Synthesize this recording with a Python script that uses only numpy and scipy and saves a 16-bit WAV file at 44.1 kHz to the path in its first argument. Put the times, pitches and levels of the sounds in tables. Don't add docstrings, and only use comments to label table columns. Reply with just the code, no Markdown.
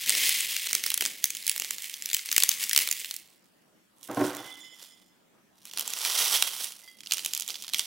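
import sys
import numpy as np
from scipy import signal
from scipy.io import wavfile
from scipy.ndimage import uniform_filter1d

SR = 44100
rng = np.random.default_rng(int(sys.argv[2]) if len(sys.argv) > 2 else 0)


def generate_wav(signal):
    frames = np.transpose(np.atleast_2d(signal))
    scaled = np.clip(frames, -1, 1) * 32767
    pcm = np.round(scaled).astype(np.int16)
    wavfile.write(sys.argv[1], SR, pcm)


N = 346626
SWAP_S = 3.8


def gain_of(db):
    return 10 ** (np.asarray(db) / 20)


def evened(x):
    return x / np.sqrt(np.mean(x ** 2, -1, keepdims=True) + 1e-20)


def read(points, hz):
    f, value = np.transpose(points)
    return np.interp(np.log(hz + 1), np.log(f + 1), value)


def follow(tables):
    s, *columns = np.concatenate(tables).T
    t = np.arange(N) / SR
    inside = sum((t >= rows[0][0]) & (t <= rows[-1][0]) for rows in tables)
    on = uniform_filter1d(1. 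* (inside > 0), 900)
    return on, [np.interp(t, s, column) for column in columns]


def swells(s, db, hold, rise, t60):
    since = np.arange(N) / SR - s[:, None]
    fall_db = -60 * np.maximum(since - rise - hold[:, None], 0) / t60
    return np.clip(since / rise, 0, 1) * gain_of(db[:, None] + fall_db)


def random_taps(per_s, spread_db):
    return (rng.random(N) < per_s / SR) * gain_of(spread_db * rng.exponential(1, N))


def panned(x, pan_db, lag=0):
    shift = lag / 2 * np.gradient(x, axis=-1)
    left = (x - shift) * gain_of(pan_db / 2)
    right = (x + shift) * gain_of(-pan_db / 2)
    return np.array([left, right])


def resonate(x, hz, width):
    turn = np.exp(2j * np.pi * hz * np.arange(x.shape[-1]) / SR)
    r = np.exp(-np.pi * width / SR)
    smooth = signal.lfilter([1 - r], [1, -r], x / turn + 1e-18)
    return 2 * (turn * smooth).real


def band_filter(order, edges_hz, kind, x):
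    return signal.sosfilt(signal.butter(order, edges_hz, kind, fs=SR, output="sos"), x)


def split(x, bass_hz=400, low_hz=1500, high_hz=7000):
    low = evened(band_filter(3, [bass_hz, low_hz], "band", x))
    middle = evened(band_filter(3, [low_hz, high_hz], "band", x))
    high = evened(band_filter(3, high_hz, "high", x))
    return low, middle, high


def colour(spectrum):
    share = np.linspace(0, 1, 256)
    doubled = gain_of(2 * read(spectrum, share * SR / 2))
    return signal.minimum_phase(signal.firwin2(1023, share, doubled))


# (frequency [Hz], relative level [dB per Hz])
FILM_SPECTRA = [
    [(180, -56.5), (300, -13.5), (439, -31), (675, -19), (1270, -9.5), (2220, 0), (2900, 2), (3420, 2.5),
     (4390, 3), (13800, -5.5), (15700, -3)],
    [(180, -70), (300, -34.5), (601, -18), (653, -13), (1070, -15), (1620, -12.5), (2260, -3), (3200, 5),
     (4040, 3), (5090, 1.5), (10400, -1.5), (15700, -6.5)],
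]


def creases(ring_hz, packet, ring_db, cycles, rise=.0001, t60=0.0087, crack_db=12):
    t = np.arange(1024) / SR
    draw = rng.standard_normal((len(ring_hz), 2, len(t)))
    pace = np.exp(0.25 * draw[:, 1, :1])
    crack = 1 + gain_of(crack_db) * np.exp(-t / 0.000098)
    shape = gain_of(-60 * t / (t60 * pace)) * crack
    uneven = draw[:, 0] * np.exp(0.72 * draw[:, 1])
    buckles = uneven * (1 - np.exp(-t / rise)) ** 2 * shape
    turns = ring_hz[:, None] * t
    ring = np.sin(2 * np.pi * turns) * gain_of(-20 * turns / cycles)
    ringing = signal.fftconvolve(buckles, ring, axes=1)[:, :len(t)]
    films = np.array([colour(spectrum) for spectrum in FILM_SPECTRA])[packet]
    coloured = signal.fftconvolve(buckles, films, axes=1)[:, :len(t)]
    return evened(coloured) + gain_of(ring_db) * evened(ringing)


# (time [s], peak level of the middle band [dB], ring [Hz],
# treble relative to that peak [dB], fullness relative to that peak [dB])
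LOUD_CREASES = [(0.0613, -19.5, 3860, -8, -29), (0.0943, -8, 8700, -2, -43), (0.1037, -9.5, 4030, -7, -27),
                (0.1506, -10.5, 5600, -9, -26), (0.2928, -13.5, 2410, -1, -24),
                (0.4064, -17, 9200, -3, -37), (0.5651, -9.5, 2820, -10, -59), (0.67, -17.5, 4250, -12, -23),
                (0.7101, -19.5, 5640, -7, -22), (0.7304, -11.5, 2280, -4, -24),
                (0.7504, -9, 6430, -3, -24.5), (0.838, -12.5, 2130, -10.5, -31),
                (0.8628, -16, 5530, -3.5, -18), (0.8654, -19.5, 5900, -4, -37),
                (0.9026, -13, 4150, -5.5, -43), (0.9173, -15.5, 3400, -11, -21.5),
                (0.9419, -13, 11400, -1, -31), (0.9763, -16.5, 3670, -3, -27),
                (1.0089, -11, 3160, -7.5, -31), (1.0222, -17.5, 2960, -6, -19),
                (1.0521, -13, 3600, -9, -26), (1.061, -10.5, 8260, -8.5, -25),
                (1.2413, -6.5, 6520, -2, -56), (1.2552, -23, 6360, 3.5, -49), (1.304, -17.5, 7500, -5, -47),
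                (1.3503, -20.5, 7260, -6, -41), (1.3693, -22.5, 5300, -5, -43),
                (1.467, -16.5, 5330, -0.5, -50), (1.478, -12, 10900, -3, -50),
                (1.4954, -11.5, 10700, -2.5, -48), (1.5144, -19, 3240, -8, -30),
                (1.5621, -22, 4600, -4, -18.5), (1.5787, -22, 5500, 0, -22), (1.5982, -14, 7400, -4.5, -25),
                (1.6201, -16, 2970, -13, -24), (1.6467, -15, 7730, -10, -23),
                (1.708, -13.5, 7400, -1.5, -20), (1.7829, -21, 6960, -11, -23),
                (1.8212, -27.5, 7900, -1, -28), (1.8428, -23, 4200, -7, -42),
                (1.8965, -23.5, 3200, -7, -46), (1.94, -21, 6330, -11, -44), (2.0227, -20, 7900, -8, -42),
                (2.0582, -14.5, 6060, -4.5, -52), (2.0899, -23.5, 3590, -8, -28),
                (2.1004, -20.5, 4830, -9, -40), (2.1138, -19.5, 4860, -11, -26),
                (2.1316, -16, 7300, -5, -40), (2.1417, -16.5, 7870, -2, -34), (2.1458, -7.5, 3140, -4, -39),
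                (2.1669, -14.5, 8100, -5.5, -26), (2.1924, -19, 2140, -28, -35),
                (2.2588, -27.5, 5700, 1, -37), (2.2892, -17.5, 6360, -18, -27),
                (2.3153, -10, 7060, -10, -32), (2.3268, -13.5, 6330, -2.5, -23),
                (2.364, -7.5, 3120, -4.5, -44), (2.38, -7, 2940, -3.5, -30), (2.4023, -14.5, 2620, -3, -29),
                (2.4229, -8.5, 4900, -12, -31), (2.4352, -8, 4500, -2.5, -24.5),
                (2.4909, -6.5, 6640, -2.5, -31), (2.5152, -13, 7300, -9, -33), (2.6379, -17, 5830, -6, -38),
                (2.6948, -18, 6670, 1, -45), (2.7116, -12.5, 1910, -12, -35),
                (2.7314, -13.5, 5900, -4, -32), (2.7482, -17.5, 2050, -6, -28),
                (2.7621, -4, 4500, -10, -27), (2.7763, -7, 3080, -3, -29), (2.7888, -9, 2900, -5, -27),
                (2.8018, -15, 2930, -9, -36), (2.8107, -22, 9900, -2, -20), (2.8744, -13, 2350, -5, -24),
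                (2.8884, -17, 11200, -8, -22), (2.9126, -15, 7200, -1.5, -51),
                (2.926, -16.5, 7100, -4, -47), (3.0145, -24, 3120, -13, -26),
                (3.046, -17.5, 3150, -13, -31), (3.1106, -19, 4520, -9.5, -27.5),
                (3.1409, -25, 4650, -2, -26), (3.1642, -29.5, 5850, 1.5, -45),
                (4.0303, -34.5, 6780, -8, -21), (4.113, -36, 7080, -7, -9), (4.147, -37, 3850, -4, -10),
                (4.265, -29.5, 9800, 0.5, -13), (4.349, -31.5, 6930, -3, -16),
                (4.368, -28.5, 2100, -4, -14), (4.7955, -44, 7000, -5, -29), (4.829, -36.5, 5160, -7, -31),
                (5.6532, -33, 2550, -4, -23), (5.7129, -31, 2800, -21, -41),
                (5.7355, -25.5, 2800, -11, -20), (5.7738, -15, 10900, -9.5, -20),
                (5.7849, -16, 2980, -10, -23), (5.7952, -19, 5700, -4, -22), (5.8093, -19.5, 3100, -5, -26),
                (5.8767, -23, 7940, -1, -17), (5.9033, -25, 3050, -3, -29), (5.9354, -19.5, 6730, -8, -19),
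                (5.9883, -24.5, 7800, -1, -39), (6.05, -11.5, 2380, -16, -35.5),
                (6.4239, -5.5, 4000, -12, -24.5), (6.6431, -21.5, 10300, -4.5, -33),
                (6.7211, -27.5, 10600, -11, -33), (6.987, -39.5, 3030, -22, -25),
                (7.0058, -32, 3470, -17, -29), (7.0343, -31.5, 3100, -26, -38),
                (7.0607, -29, 2800, -24, -38), (7.0713, -22.5, 2820, -23, -42),
                (7.1101, -18, 2800, -17, -34), (7.1204, -5, 3070, -14, -38), (7.1356, -16, 8850, -1.5, -25),
                (7.1428, -21.5, 5910, -14, -28), (7.1701, -20.5, 3070, -13, -27),
                (7.1818, -17.5, 3070, -15, -30), (7.1931, -21, 4750, -19, -28),
                (7.2476, -18.5, 7000, -8, -34), (7.2604, -14, 3200, -9, -29.5), (7.335, -14, 7520, -9, -38),
                (7.3493, -15.5, 7210, -6.5, -36), (7.3645, -21.5, 3570, -17, -33),
                (7.3764, -21.5, 7630, -4, -35), (7.3981, -19, 8100, -6, -27),
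                (7.4077, -25.5, 6800, -2, -39), (7.4215, -20, 6860, -9, -43),
                (7.4784, -24.5, 7500, -5, -31), (7.4876, -23, 5530, -9, -28),
                (7.4982, -22.5, 4950, -20, -21), (7.5042, -18.5, 4870, -13, -31),
                (7.5427, -22, 3660, -39, -26), (7.5555, -21, 3520, -34, -29),
                (7.6231, -25.5, 7600, -6, -30), (7.6384, -28, 5200, -12, -23), (7.645, -28, 5360, -21, -22),
                (7.6804, -24.5, 2900, -15, -27), (7.691, -24, 6730, -14, -26),
                (7.6966, -29.5, 4970, -12, -18), (7.735, -16.5, 4300, -12, -27.5),
                (7.745, -8.5, 3420, -18, -33), (7.7837, -22.5, 3340, -3, -30),
                (7.7941, -8.5, 3620, -10.5, -29.5)]
# (time [s], treble [dB], fullness [dB], left-right [dB]); rustle() uses it too
GRIP_CURVE = [(0, 2.5, -18, 0.5), (1.9, 5, -17, -3), (2.5, 5, -13.5, 1.5), (4.0, 7, -28, -9),
              (4.3, 0.5, 5, -6), (4.9, 2, -9.5, -4), (5.68, 2, -13, -4), (5.78, 0.5, -8, -4),
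              (6.2, 2, -9.5, -4.5), (6.8, 4, -12, -5), (7.86, 0, -18, -5)]
MIDDLE_DB = -8.5


def snaps(scatter_db=1.7, scatter_lag=0.6):
    s, db, hz, treble_db, full_db = np.transpose(LOUD_CREASES)[:, :, None]
    hands = np.array(GRIP_CURVE)
    place = rng.standard_normal(s.shape)
    pan_db = np.interp(s, hands[:, 0], hands[:, 3]) + scatter_db * place
    packet = 1 * (s[:, 0] > SWAP_S)
    low, middle, high = split(creases(hz[:, 0], packet, ring_db=-7, cycles=11))
    sounds = gain_of(full_db - MIDDLE_DB) * low + middle + gain_of(treble_db - MIDDLE_DB) * high
    sounds *= gain_of(db) / abs(signal.hilbert(middle)).max(1, keepdims=True)
    stereo = panned(sounds, pan_db, scatter_lag * place).swapaxes(0, 1)
    out = np.zeros((2, N + 1024))
    for at, sound in zip(s[:, 0], stereo):
        out[:, round(at * SR):][:, :1024] += sound
    return out[:, :N]


BEFORE_DB, BEFORE_T60_S = -34, .12
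AFTER_DB, AFTER_T60_S = -26, 0.3


def fade(power, t60):
    return signal.lfilter([1], [1, -gain_of(-120 / (t60 * SR))], power)


def aftermath():
    s, db = np.transpose(LOUD_CREASES)[:2]
    power = np.zeros(N)
    np.add.at(power, np.round(s * SR).astype(int), gain_of(2 * db))
    after = gain_of(2 * AFTER_DB) * fade(power, AFTER_T60_S)
    before = gain_of(2 * BEFORE_DB) * fade(power[::-1], BEFORE_T60_S)[::-1]
    return np.sqrt(after + before)


# (time [s], level [dB])
HAND_EFFORT = [
    [(0.0, -36), (0.12, -27), (0.244, -25), (0.286, -25.5), (0.484, -30), (0.678, -34), (0.888, -38),
     (1.058, -45.5), (1.2, -44)],
    [(1.2, -43), (1.298, -47), (1.444, -40), (1.582, -44.5), (1.708, -42.5), (1.846, -40.5), (1.992, -45),
     (2.124, -48.5), (2.25, -48.5)],
    [(2.25, -41.5), (2.54, -37.5), (2.754, -39), (2.862, -37.5), (3.012, -38.5), (3.162, -47.5),
     (3.308, -62.5), (3.55, -75.5), (3.7, -78.5)],
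    [(3.95, -72), (4.062, -56), (4.192, -44.5), (4.27, -38), (4.352, -44.5), (4.734, -61), (4.808, -53),
     (4.958, -63), (5.1, -72.5)],
    [(5.55, -67.5), (5.698, -53), (5.836, -38.5), (5.92, -38.5), (6.224, -22), (6.272, -24.5),
     (6.546, -35.5), (6.712, -43.5), (6.814, -53.5), (7.0, -60.5)],
    [(7.0, -56.5), (7.098, -55), (7.252, -44), (7.34, -48.5), (7.474, -46.5), (7.612, -51), (7.86, -56)],
]
# (time [s], level [dB], hold [s])
FILM_SWISHES = [(0.229, -26, .03), (1.028, -35, .02), (2.489, -33, .04), (2.593, -30.5, .04),
                (2.791, -32, .03), (4.025, -48, .04), (4.813, -50.5, .04), (5.649, -52.5, .06),
                (6.304, -24, .05), (6.591, -33.5, .05), (7.481, -37.5, .02)]
SWISH_RISE_S, SWISH_T60_S = 0.012, .1
# (frequency [Hz], width [Hz], relative level [dB])
AIR_POCKETS = [
    [(2167, 570, 9), (2800, 390, 3.5), (4103, 47, 1)],
    [(950, 100, -7), (3100, 140, 2), (5300, 1200, 28)],
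]


def rustle(per_s=1100, spread_db=1.5, clump_db=1.5, scatter_db=1.5, pocket_db=-4, count=20):
    on, (effort_db,) = follow(HAND_EFFORT)
    swishes = swells(*np.transpose(FILM_SWISHES), SWISH_RISE_S, SWISH_T60_S).sum(0)
    db = 10 * np.log10(gain_of(2 * effort_db) + aftermath() ** 2 + swishes ** 2)
    treble_db, full_db, pan_db = follow([GRIP_CURVE])[1]
    second = np.arange(N) > SWAP_S * SR

    ring_hz = np.tile(np.geomspace(1900, 11000, count), 2)
    shapes = creases(ring_hz, np.repeat([0, 1], count), ring_db=-9.0, cycles=16.0)

    clumps = evened(uniform_filter1d(uniform_filter1d(rng.standard_normal(N), 500), 500))
    size = gain_of(spread_db * np.minimum(rng.exponential(1, N), 4.5) + clump_db * clumps)
    crowd = gain_of(0.35 * (db + 38))
    happens = rng.random(N) < per_s * crowd / SR
    hits = panned(size * happens / np.sqrt(crowd), scatter_db * rng.standard_normal(N))
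    which = rng.integers(0, count, N) + count * second
    grains = sum(signal.oaconvolve(hits * (which == k), shape[None, :700], axes=1)[:, :N]
                 for k, shape in enumerate(shapes))

    low, middle, high = split(grains)
    first_air, second_air = [evened(sum(gain_of(d) * resonate(grains, f, w) for f, w, d in modes))
                             for modes in AIR_POCKETS]
    air = np.where(second, second_air, first_air)
    sound = gain_of(full_db) * low + middle + gain_of(treble_db) * high + gain_of(pocket_db) * air
    total = np.sqrt(1 + sum(gain_of(2 * d) for d in (full_db, treble_db, pocket_db)))
    return on * sound / total * panned(gain_of(db), pan_db)


# (time [s], level [dB], hold [s])
DULL_BUMPS = [(0.057, -56, 0.18), (0.72, -60.5, 0.036), (1, -54.5, 0.011), (1.583, -64.5, 0.13),
              (2.287, -65.5, 0.26), (2.75, -56.5, .03), (5.738, -61, 0.026), (6.2, -60, 0.055),
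              (7.14, -62.5, 0.039), (7.476, -65, .03), (7.717, -68, 0.025)]
FUMBLE_RISE_S, FUMBLE_T60_S = 0.01, 0.9


def fumble(per_s=1500, spread_db=2.0):
    level = swells(*np.transpose(DULL_BUMPS), FUMBLE_RISE_S, FUMBLE_T60_S).sum(0)
    pushes = random_taps(per_s, spread_db) * rng.standard_normal(N)
    return level * evened(band_filter(2, [170, 520], "band", pushes))


# (frequency [Hz], width [Hz], relative level [dB])
TABLE_MODES = [(122, 16, -11), (200, 30, -14), (294, 16, 0), (325, 20, -5), (368, 25, -8), (496, 30, -7),
               (612, 40, -11), (800, 45, -10), (935, 50, -15), (1060, 70, -15), (1400, 200, -21)]


def table_body(x):
    return evened(sum((-1) ** k * gain_of(d) * resonate(x, f, w) for k, (f, w, d) in enumerate(TABLE_MODES)))


def hard_contact(x):
    return evened(resonate(resonate(x, 870, 1350), 870, 1350))


# (time [s], level [dB])
SCRAPE_LEVEL = [(4.0, -70), (4.08, -62), (4.11, -35), (4.16, -44), (4.2, -25.5), (4.25, -34.5), (4.33, -41),
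                (4.65, -71), (4.75, -67)]
# (time [s], peak level [dB], hardness [dB])
TABLE_KNOCKS = [(4.087, -30.5, -18.5), (4.097, -27.5, -16.5), (4.17, -16.5, -16.5), (4.212, -14, -14.5),
                (4.239, -22, -16)]


def container():
    on, (db,) = follow([SCRAPE_LEVEL])
    unevenness = evened(uniform_filter1d(rng.standard_normal(N), 300))
    scrape = rng.standard_normal(N) * gain_of(3.7 * unevenness)
    out = on * gain_of(db) * (table_body(scrape) + gain_of(-12.5) * hard_contact(scrape))
    t = np.arange(4000) / SR
    for s, peak_db, hard_db in TABLE_KNOCKS:
        blow = rng.standard_normal(len(t)) * np.exp(-t / 0.0058)
        thud = table_body(blow) + gain_of(hard_db) * hard_contact(blow)
        out[round(s * SR):][:len(t)] += gain_of(peak_db) * thud / abs(thud).max()
    return panned(band_filter(4, 100, "high", out), -1.7)


# (frequency [Hz], width [Hz], relative level [dB])
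JINGLE_MODES = [(2035, 20, -6), (3010, 20, -8), (3290, 16, -7), (3480, 22, -2), (5165, 22, -3),
                (6944, 24, -8), (7272, 22, -10), (8812, 26, -11)]
# (time [s], level [dB], brightness [dB])
JOLTS = [(4.36, -49, -11), (4.44, -58.5, -7), (4.48, -63, -6), (4.585, -55.5, -1), (4.63, -68, 0),
         (4.7, -80, -2), (4.81, -65, 5.5)]
RATTLE_RISE_S, RATTLE_T60_S = 0.024, 0.73


def jingle(per_s=200, spread_db=1.5):
    s, jolt_db, bright_db = np.transpose(JOLTS)
    jolts = swells(s, jolt_db, 0 * s, RATTLE_RISE_S, RATTLE_T60_S)
    deep_level, bright_level = jolts.sum(0), gain_of(bright_db) @ jolts
    hits = random_taps(per_s, spread_db)
    out = np.zeros(N)
    for hz, width, db in JINGLE_MODES:
        force = hits * rng.standard_normal(N)
        level = gain_of(db) * (bright_level if hz > 4000 else deep_level)
        out += resonate(level * force, hz, width) / resonate(force, hz, width).std()
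    return panned(out, -8.5)


# (frequency [Hz], time to fall 60 dB [s])
TAP_MODES = [(2035, 0.11), (3289, 0.33), (4735, 0.092)]
# (time [s], level of first, second and third tone [dB])
LONE_TAPS = [(6.35, -39, -30, -51), (6.831, -54, -81, -58), (6.852, -60, -79, -57),
             (6.877, -46.5, -50, -47.5), (6.896, -59, -60, -78)]


def taps():
    t = np.arange(SR // 4) / SR
    out = np.zeros(N)
    for s, *levels_db in LONE_TAPS:
        for (hz, t60), db in zip(TAP_MODES, levels_db):
            out[round(s * SR):][:len(t)] += gain_of(db - 60 * t / t60) * np.sin(2 * np.pi * hz * t)
    return panned(out, -5)


def partly_alike(left, other, same):
    return np.array([left, same * left + np.sqrt(1 - same ** 2) * other])


# (frequency [Hz], time to fall 60 dB [s], left-right likeness [0 to 1])
ROOM_WALLS = [(200, 0.079, 0.84), (992, 0.66, 0.99), (4104, 0.51, 0.7), (12000, 0.28, 1)]


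def room(x):
    echoes = np.zeros((2, SR // 2))
    start = np.arange(420, SR // 2 - 20, 20)
    at = start + rng.integers(0, 20, (2, len(start)))
    np.put_along_axis(echoes, at, rng.choice([-1., 1.], at.shape), 1)
    hz, t, (left, other) = signal.stft(echoes, SR, nperseg=256)
    walls = np.array(ROOM_WALLS)
    t60 = read(walls[:, [0, 1]], hz)[:, None]
    same = np.clip(read(walls[:, [0, 2]], hz)[:, None], 0, 1)
    z = partly_alike(left, other, same) * gain_of(-60 * t / t60)
    tail = signal.istft(z, SR, nperseg=256)[1]
    return signal.fftconvolve(x, tail / np.linalg.norm(tail[0]), axes=1)[:, :N]


# (frequency [Hz], relative level [dB per Hz])
HUSH_SPECTRUM = [(15, -63), (25, -33), (43, -27.5), (86, -26.5), (113, -12.5), (152, -22.5), (194, 1.5),
                 (261, -20), (299, -8), (333, -12), (435, -16), (618, -16), (1820, -22), (1970, -23.5),
                 (15700, -33)]
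HUSH_DB = -65
# (frequency [Hz], left-right likeness [0 to 1])
HUSH_LIKENESS = [(60, 1), (240, 0.28), (950, 0.075), (3770, 0.2), (15000, 0.26)]


def hush():
    frames, hz = N // 256 + 5, np.fft.rfftfreq(1024, 1 / SR)
    a, b, c, d, patches = rng.standard_normal((frames, 513, 5)).T
    patches = evened(uniform_filter1d(uniform_filter1d(patches, 12, 0), 14, 1))
    same = np.clip(read(HUSH_LIKENESS, hz), -1, 1)[:, None]
    z = partly_alike(a + 1j * b, c + 1j * d, same)
    z *= gain_of(read(HUSH_SPECTRUM, hz)[:, None] + 2.3 * patches)
    noise = signal.istft(z, nperseg=1024, noverlap=768)[1][:, :N]
    return gain_of(HUSH_DB) * evened(noise)


def scene():
    film = snaps() + rustle() + fumble()
    table = container() + jingle() + taps()
    echoes = room(gain_of(-15.5) * film + gain_of(-9) * table)
    return film + table + echoes + hush()


EDGE_HZ = 16000


def record(dry):
    edge = signal.firwin(511, EDGE_HZ, window=("kaiser", 9), fs=SR)
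    limited = signal.oaconvolve(np.clip(dry, -1, 1), edge[None], "same")
    return np.clip(limited, -1, 1)


dry = scene()
out = record(dry)
generate_wav(out)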